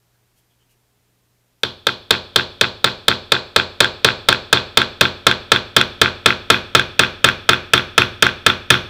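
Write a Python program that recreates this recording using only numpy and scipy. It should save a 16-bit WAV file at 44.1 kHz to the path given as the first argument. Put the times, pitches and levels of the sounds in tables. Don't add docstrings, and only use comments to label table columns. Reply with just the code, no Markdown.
import sys
import numpy as np
from scipy import signal
from scipy.io import wavfile

SR = 44100
rng = np.random.default_rng(int(sys.argv[2]) if len(sys.argv) > 2 else 0)


def elevation(decibels):
    levels = np.asarray(decibels, float)
    return 10 ** (levels / 20)


def log_audio(samples):
    frames = np.atleast_2d(samples).T
    limited = np.clip(frames, -1, 1)
    pcm = np.round(limited * 32767).astype(np.int16)
    wavfile.write(sys.argv[1], SR, pcm)


N = 392049

# [delay/s, level/dB]
PUSHES = [(.0006, 1), (.0045, -9.5)]
FIRST_PUSH_S = PUSHES[0][0]


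def clicks(s, db):
    train = np.full(N, 1e-18)
    np.add.at(train, np.round(np.asarray(s) * SR).astype(int), elevation(db))
    return train


def ring(train, hz, t60):
    radius = elevation(-60 / (t60 * SR))
    angle = 2 * np.pi * hz / SR
    return signal.lfilter([0, np.sin(angle)], [1, -2 * radius * np.cos(angle), radius ** 2], train)


def filtered(x, hz, kind):
    return signal.sosfilt(signal.butter(2, hz, kind, fs=SR, output="sos"), x)


def level_of(hz):
    range_tops = [380, 1100, 2900, 3650, 4950, 6400, 7900]
    range_level = [5, 0, 1, 2, 3, 7, 6, 4]
    return range_level[np.searchsorted(range_tops, hz)]


def strike(modes, s, range_db, spread_db):
    chance_db = spread_db * rng.standard_normal((len(s), len(modes)))
    out = np.zeros(N)
    for k, (hz, db, t60) in enumerate(modes):
        train = clicks(s, range_db[level_of(hz)] + db + chance_db[:, k])
        out += (-1) ** k * ring(train, hz, t60)
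    return out


def damped(x, s, after_s, db, within_s):
    t = np.arange(N) / SR
    last = np.maximum(np.searchsorted(s, t) - 1, 0)
    progress = np.clip((t - (s + after_s)[last]) / within_s, 0, 1)
    return x * elevation(db * progress)


def bands(length, gain, count, wanted=lambda hz: True):
    out = 0
    edges = 20 * 2 ** (np.arange(10 * count) / count)
    white = rng.standard_normal((2, length))
    for k, (low, high) in enumerate(zip(edges, edges[1:])):
        centre = np.sqrt(low * high)
        if wanted(centre):
            out = out + filtered(white[k % 2], [low, high], "band") * gain(centre)
    return out


def column(table, hz, index):
    table = np.array(table)
    return np.interp(np.log(hz), np.log(table[:, 0]), table[:, index])


def blow_ranges():
    # [t/s, force/dB, bite/dB]
    blows = [(1.6329, -13, 6.5), (1.8679, -10, 4), (2.1066, -5.5, 1), (2.359, -5, 2.5), (2.6107, -5.5, 0.5),
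             (2.8426, -5.5, -1), (3.081, -4.5, 0), (3.319, -4.5, -5.5), (3.561, -3.5, -4.5),
             (3.8037, -2, -3.5), (4.0452, -1.5, -2), (4.286, -2, -2), (4.5273, -2, -1.5), (4.7717, -2.5, 0),
             (5.0094, -2.5, -0.5), (5.2665, -2, -0.5), (5.5173, -3, 0), (5.764, -2, 3.5),
             (6.0144, -2.5, -1.5), (6.2587, -2.5, .5), (6.5009, -2.5, .5), (6.7493, -3, 2.5),
             (6.9926, -3, 1), (7.2423, -3, 1.5), (7.49, -3.5, -0.5), (7.7343, -3.5, 3), (7.9786, -3.5, 3.5),
             (8.2234, -3.5, 2), (8.4632, -4, 1.5), (8.7027, -3, 5.5)]
    # [t/s, depth/0-1]
    pin_depth = [(1.6, 0.2), (2.2, 0.2), (3.3, 0.25), (4.4, 0.4), (5.5, 0.6), (6.6, 0.78), (7.7, 0.96),
                 (8.7, 0.94)]
    # [level over force/dB, gain at depth 1/dB, share of bite/dB per dB]
    ranges = [(0.5, -0.5, -0.058), (-4.0, 8.5, -0.058), (-1, 1.5, 0.5), (8.0, -6, 0.048), (10, 7.5, 0.75),
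              (-2.5, 4.5, 0.32), (15, -1, -0.18), (4.5, 5.0, 0.42)]
    s, force_db, bite_db = np.transpose(blows)
    depth = np.interp(s, *np.transpose(pin_depth))
    range_db = [force_db + db + home_db * depth + share * bite_db for db, home_db, share in ranges]
    return s, depth, range_db


def parts_ring(s, depth, range_db):
    # [f/Hz, level over the blow in its range/dB, t60/s]
    part_modes = [(1098, -31, 0.049), (1372, 6.5, 0.039), (1399, 7.5, 0.025), (1620.5, 6.5, 0.017),
                  (1710.5, 1.5, 0.049), (1949, -2, 0.008), (2179.4, 0.5, 0.015), (2597, 2, 0.016),
                  (3196, 0.5, 0.082), (3439, 1, 0.041), (3564, 2.5, 0.038), (3652, 0.5, 0.016),
                  (4150, -7.5, 0.021), (4646, -9, 0.018), (4765, -11, 0.024), (5774, -10, 0.0073),
                  (6500, -62, 0.042), (9830, -69, 0.0097)]
    push_shape = sum(clicks([delay], db) for delay, db in PUSHES)[:SR // 100]
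    rings = strike(part_modes, s, range_db, spread_db=1.88)
    rings = signal.oaconvolve(rings, push_shape)[:N]
    seated_s = 0.0048 + 0.0022 * np.sqrt(np.clip(depth, 0, 1))
    return damped(rings, s, seated_s, db=-11, within_s=0.001)


def bench_thump(s, range_db):
    # [f/Hz, level over the blow in its range/dB, t60/s]
    bench_modes = [(35.45, -48.5, 2.7), (62.98, -61, 0.087), (88.1, -25, 0.5), (107.3, -30.5, 0.73),
                   (130.1, -20.5, 0.32), (189.9, -26, 0.37), (232.5, -20.5, 0.33), (285.8, -28.5, 0.38),
                   (291, -17, 0.12), (359, -22.5, 0.42), (438, -4, 0.049), (559, -4.5, 0.043),
                   (634.5, -20, 0.15), (920, -14, 0.085), (1065, -16.5, 0.12)]
    return strike(bench_modes, s + FIRST_PUSH_S, range_db, spread_db=1.88)


def punch_shank(s, depth, range_db):
    # [f/Hz, level over the blow in its range/dB, t60/s]
    shank_modes = [(2475, -25, .3), (2525, -27, .3), (8500, -54, .15), (11570, -59, .22), (11630, -56, .22)]
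    gripped_treble_db = range_db[4] - 8.0 * depth
    return strike(shank_modes, s, range_db[:4] + [gripped_treble_db], spread_db=3)


def touch_and_crack(s, high_db):
    touch = ring(clicks(s, high_db - 27), 7900, 0.0026)
    crack_t60_s = 0.0076
    starts = clicks(s + FIRST_PUSH_S, high_db - 7)
    fade = signal.lfilter([1], [1, -elevation(-60 / (crack_t60_s * SR))], starts)
    crack = filtered(rng.standard_normal(N), 4540, "high") * fade
    return touch + crack


def hammer():
    s, depth, range_db = blow_ranges()
    parts = parts_ring(s, depth, range_db)
    bench = bench_thump(s, range_db)
    punch = punch_shank(s, depth, range_db)
    return parts + bench + punch + touch_and_crack(s, range_db[2])


def clack_ranges():
    # [landing t/s, low ring level/dB, high ring over low/dB, graze earlier by/s, rebound later by/s]
    landings = [(1.65, -21, -14, 0, 0.0032), (1.8867, -16, -9, 0, 0.0045), (2.1402, -13.5, -9, 0.01, 0.01),
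                (2.396, -11, -5, 0.0081, 0.012), (2.6424, -11, -1.5, .006, 0.0086),
                (2.8746, -11.5, -2, 0.0085, 0.0089), (3.1141, -8.5, -3.5, .0084, 0.011),
                (3.351, -13.5, 1, .0074, 0.014), (3.5981, -10, 3.5, .011, 0.013),
                (3.8444, -7.5, 2, .0132, .0114), (4.087, -6, -8, 0.0087, 0.017),
                (4.3269, -4, -1, 0.01, 0.019), (4.572, -14, 7, 0.01, 0.0071),
                (4.8166, -5.5, -0.5, 0.015, 0.012), (5.0529, -9, 3.5, 0.02, 0.0044),
                (5.3126, -7, 0.5, 0.018, 0.012), (5.5611, -10.5, 5, 0.012, 0.0093),
                (5.8125, -3, -1.5, 0.0053, .0138), (6.0582, -5.5, -5.5, .0125, 0.021),
                (6.305, -3.5, -10, 0.018, 0.02), (6.5436, -7, -2.5, .0099, .0204),
                (6.7955, -5.5, 0.5, 0.0039, .0183), (7.035, -5.5, -1, 0.0069, 0.012),
                (7.2872, -2, -5, 0.0091, 0.01), (7.5324, -4.5, -4, 0.011, 0.01),
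                (7.7779, -6.5, 0.5, .012, 0.017), (8.0197, -5, -2, 0.0036, 0.013),
                (8.2665, -4, -7.5, 0.0083, 0.023), (8.5001, -6, -1.5, 0.0053, 0.0041),
                (8.7412, -5.5, -2, 0, 0.011)]
    shortest_hop_s, lead_s = 0.004, 0.0005
    s, low_db, edge_db, early_s, late_s = np.transpose(landings)
    landing = np.array([s, low_db, low_db + edge_db])
    graze_db = np.full(len(s), -15)
    graze = np.array([s - early_s, graze_db, graze_db - 15])
    rebound_db = -15 + 0.15 * low_db - 0.35 * edge_db
    rebound = np.array([s + late_s, rebound_db, rebound_db - 12.5])
    contacts = np.concatenate([landing, graze[:, early_s > shortest_hop_s],
                               rebound[:, late_s > shortest_hop_s]], axis=1)
    s, low_db, high_db = contacts[:, np.argsort(contacts[0])]
    bench_db, treble_db = low_db - 16, high_db - 18.0
    return s - lead_s, [bench_db, low_db, high_db, high_db, treble_db, bench_db, treble_db, treble_db]


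def clacks():
    # [f/Hz, level over the contact in its range/dB, t60/s]
    clack_modes = [(1364, -5.5, 0.058), (1572, 0.5, 0.046), (1710, -9, 0.015), (2034, -4.5, 0.019),
                   (2313, -8.5, 0.017), (2560, -2, 0.019), (2900, -12, 0.0077), (3300, -3.5, 0.028),
                   (3518, 0, .035), (4060, -10, 0.0078)]
    s, range_db = clack_ranges()
    rings = strike(clack_modes, s, range_db, spread_db=2.5)
    rings = damped(rings, s, after_s=0.0031, db=-11, within_s=0.0007)
    return filtered(rings, 4900, "low")


def wash():
    # [f/Hz, level over the drive/dB, t60/s]
    wash_bands = [(95, -9, 0.65), (197, 4.5, 0.088), (352, 0, 0.28), (500, -8, 0.6), (804, -3.5, 0.27),
                  (900, -8.5, 0.4), (1440, 3.5, 0.18), (1680, -8.5, 0.45), (2020, -4, 0.096),
                  (2330, -6, 0.36), (2444, -9, 0.5), (2900, -9, 0.23), (3477, 6.5, 0.2), (3750, -6, 0.24),
                  (4220, -10, 0.35), (5050, -20.5, 0.24), (5700, -23.5, 0.18), (6380, -40, 0.37),
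                  (7450, -46, 0.15), (8070, -26.5, 0.22), (8200, -47, 0.13), (9900, -49.5, 0.16),
                  (15000, -54, 0.18)]
    rise_s, late_db, late_t60_s, clack_db = 0.00062, -21, 0.93, -21
    t = np.arange(SR * 3 // 4) / SR
    s, _, range_db = blow_ranges()
    clack_s, clack_range_db = clack_ranges()
    late = elevation(late_db - 60 * t / late_t60_s)
    rise = 1 - np.exp(-t / rise_s)

    def decay(hz):
        early = elevation(-60 * t / column(wash_bands, hz, 2))
        return elevation(column(wash_bands, hz, 1)) * (early + late)

    out = np.zeros(N)
    for k in range(len(range_db)):
        answer = bands(len(t), decay, count=6, wanted=lambda hz: level_of(hz) == k)
        drive = clicks(s, range_db[k]) + clicks(clack_s, clack_range_db[k] + clack_db)
        out += signal.oaconvolve(drive, answer * rise)[:N]
    return out


def ticks():
    # [t/s, ring drive level/dB, ring f/Hz, rustle level/dB]
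    settling = [(.155, -83, 1530, -76), (.385, -84, 3300, -61), (.52, -82, 3300, -74),
                (.62, -81, 3050, -76), (.715, -81, 2900, -62)]
    t = np.arange(N) / SR
    out = 0
    white = rng.standard_normal(N)
    brush = filtered(white, 2200, "high")
    for s, db, hz, rustle_db in settling:
        touch = np.exp(-((t - s) / 0.024) ** 2)
        rough_ring = ring(white * touch, hz, 0.013)
        out = out + elevation(db) * rough_ring + elevation(rustle_db) * brush * touch
    return out


def hiss():
    # [f/Hz, relative level/dB]
    hiss_colour = [(15, -30), (25, -1), (64, -9), (99, -4), (123, -9), (170, -8), (437, -12), (1190, -16.5),
                   (13500, -24), (15800, -21)]
    noise = bands(N, lambda hz: elevation(column(hiss_colour, hz, 1)), count=3)
    return noise * elevation(-65.5) / noise.std()


def hum():
    # [f/Hz, rms level before the waver/dB]
    partials = [(60, -81), (120, -68.5), (178, -83), (415, -84)]
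    waver_db = 1.2
    knots = np.arange(0, N + SR, SR // 8)
    t = np.arange(N) / SR
    out = np.zeros(N)
    for hz, db in partials:
        waver = np.interp(np.arange(N), knots, rng.standard_normal(len(knots)))
        out += np.sqrt(2) * elevation(db + waver_db * waver) * np.sin(2 * np.pi * hz * t)
    return out


def scene():
    return (hammer() + clacks() + wash() + ticks() + hiss() + hum())[None]


def roll_off(x):
    return signal.sosfilt(signal.butter(12, 16000, fs=SR, output="sos"), x)


def record(dry):
    overload, top_hz = 0.97, 16600
    clipped = np.clip(dry, -overload, overload)
    cut = signal.sosfilt(signal.cheby2(10, 60, top_hz, fs=SR, output="sos"), clipped)
    return roll_off(cut)


dry = scene()
out = record(dry)
log_audio(out)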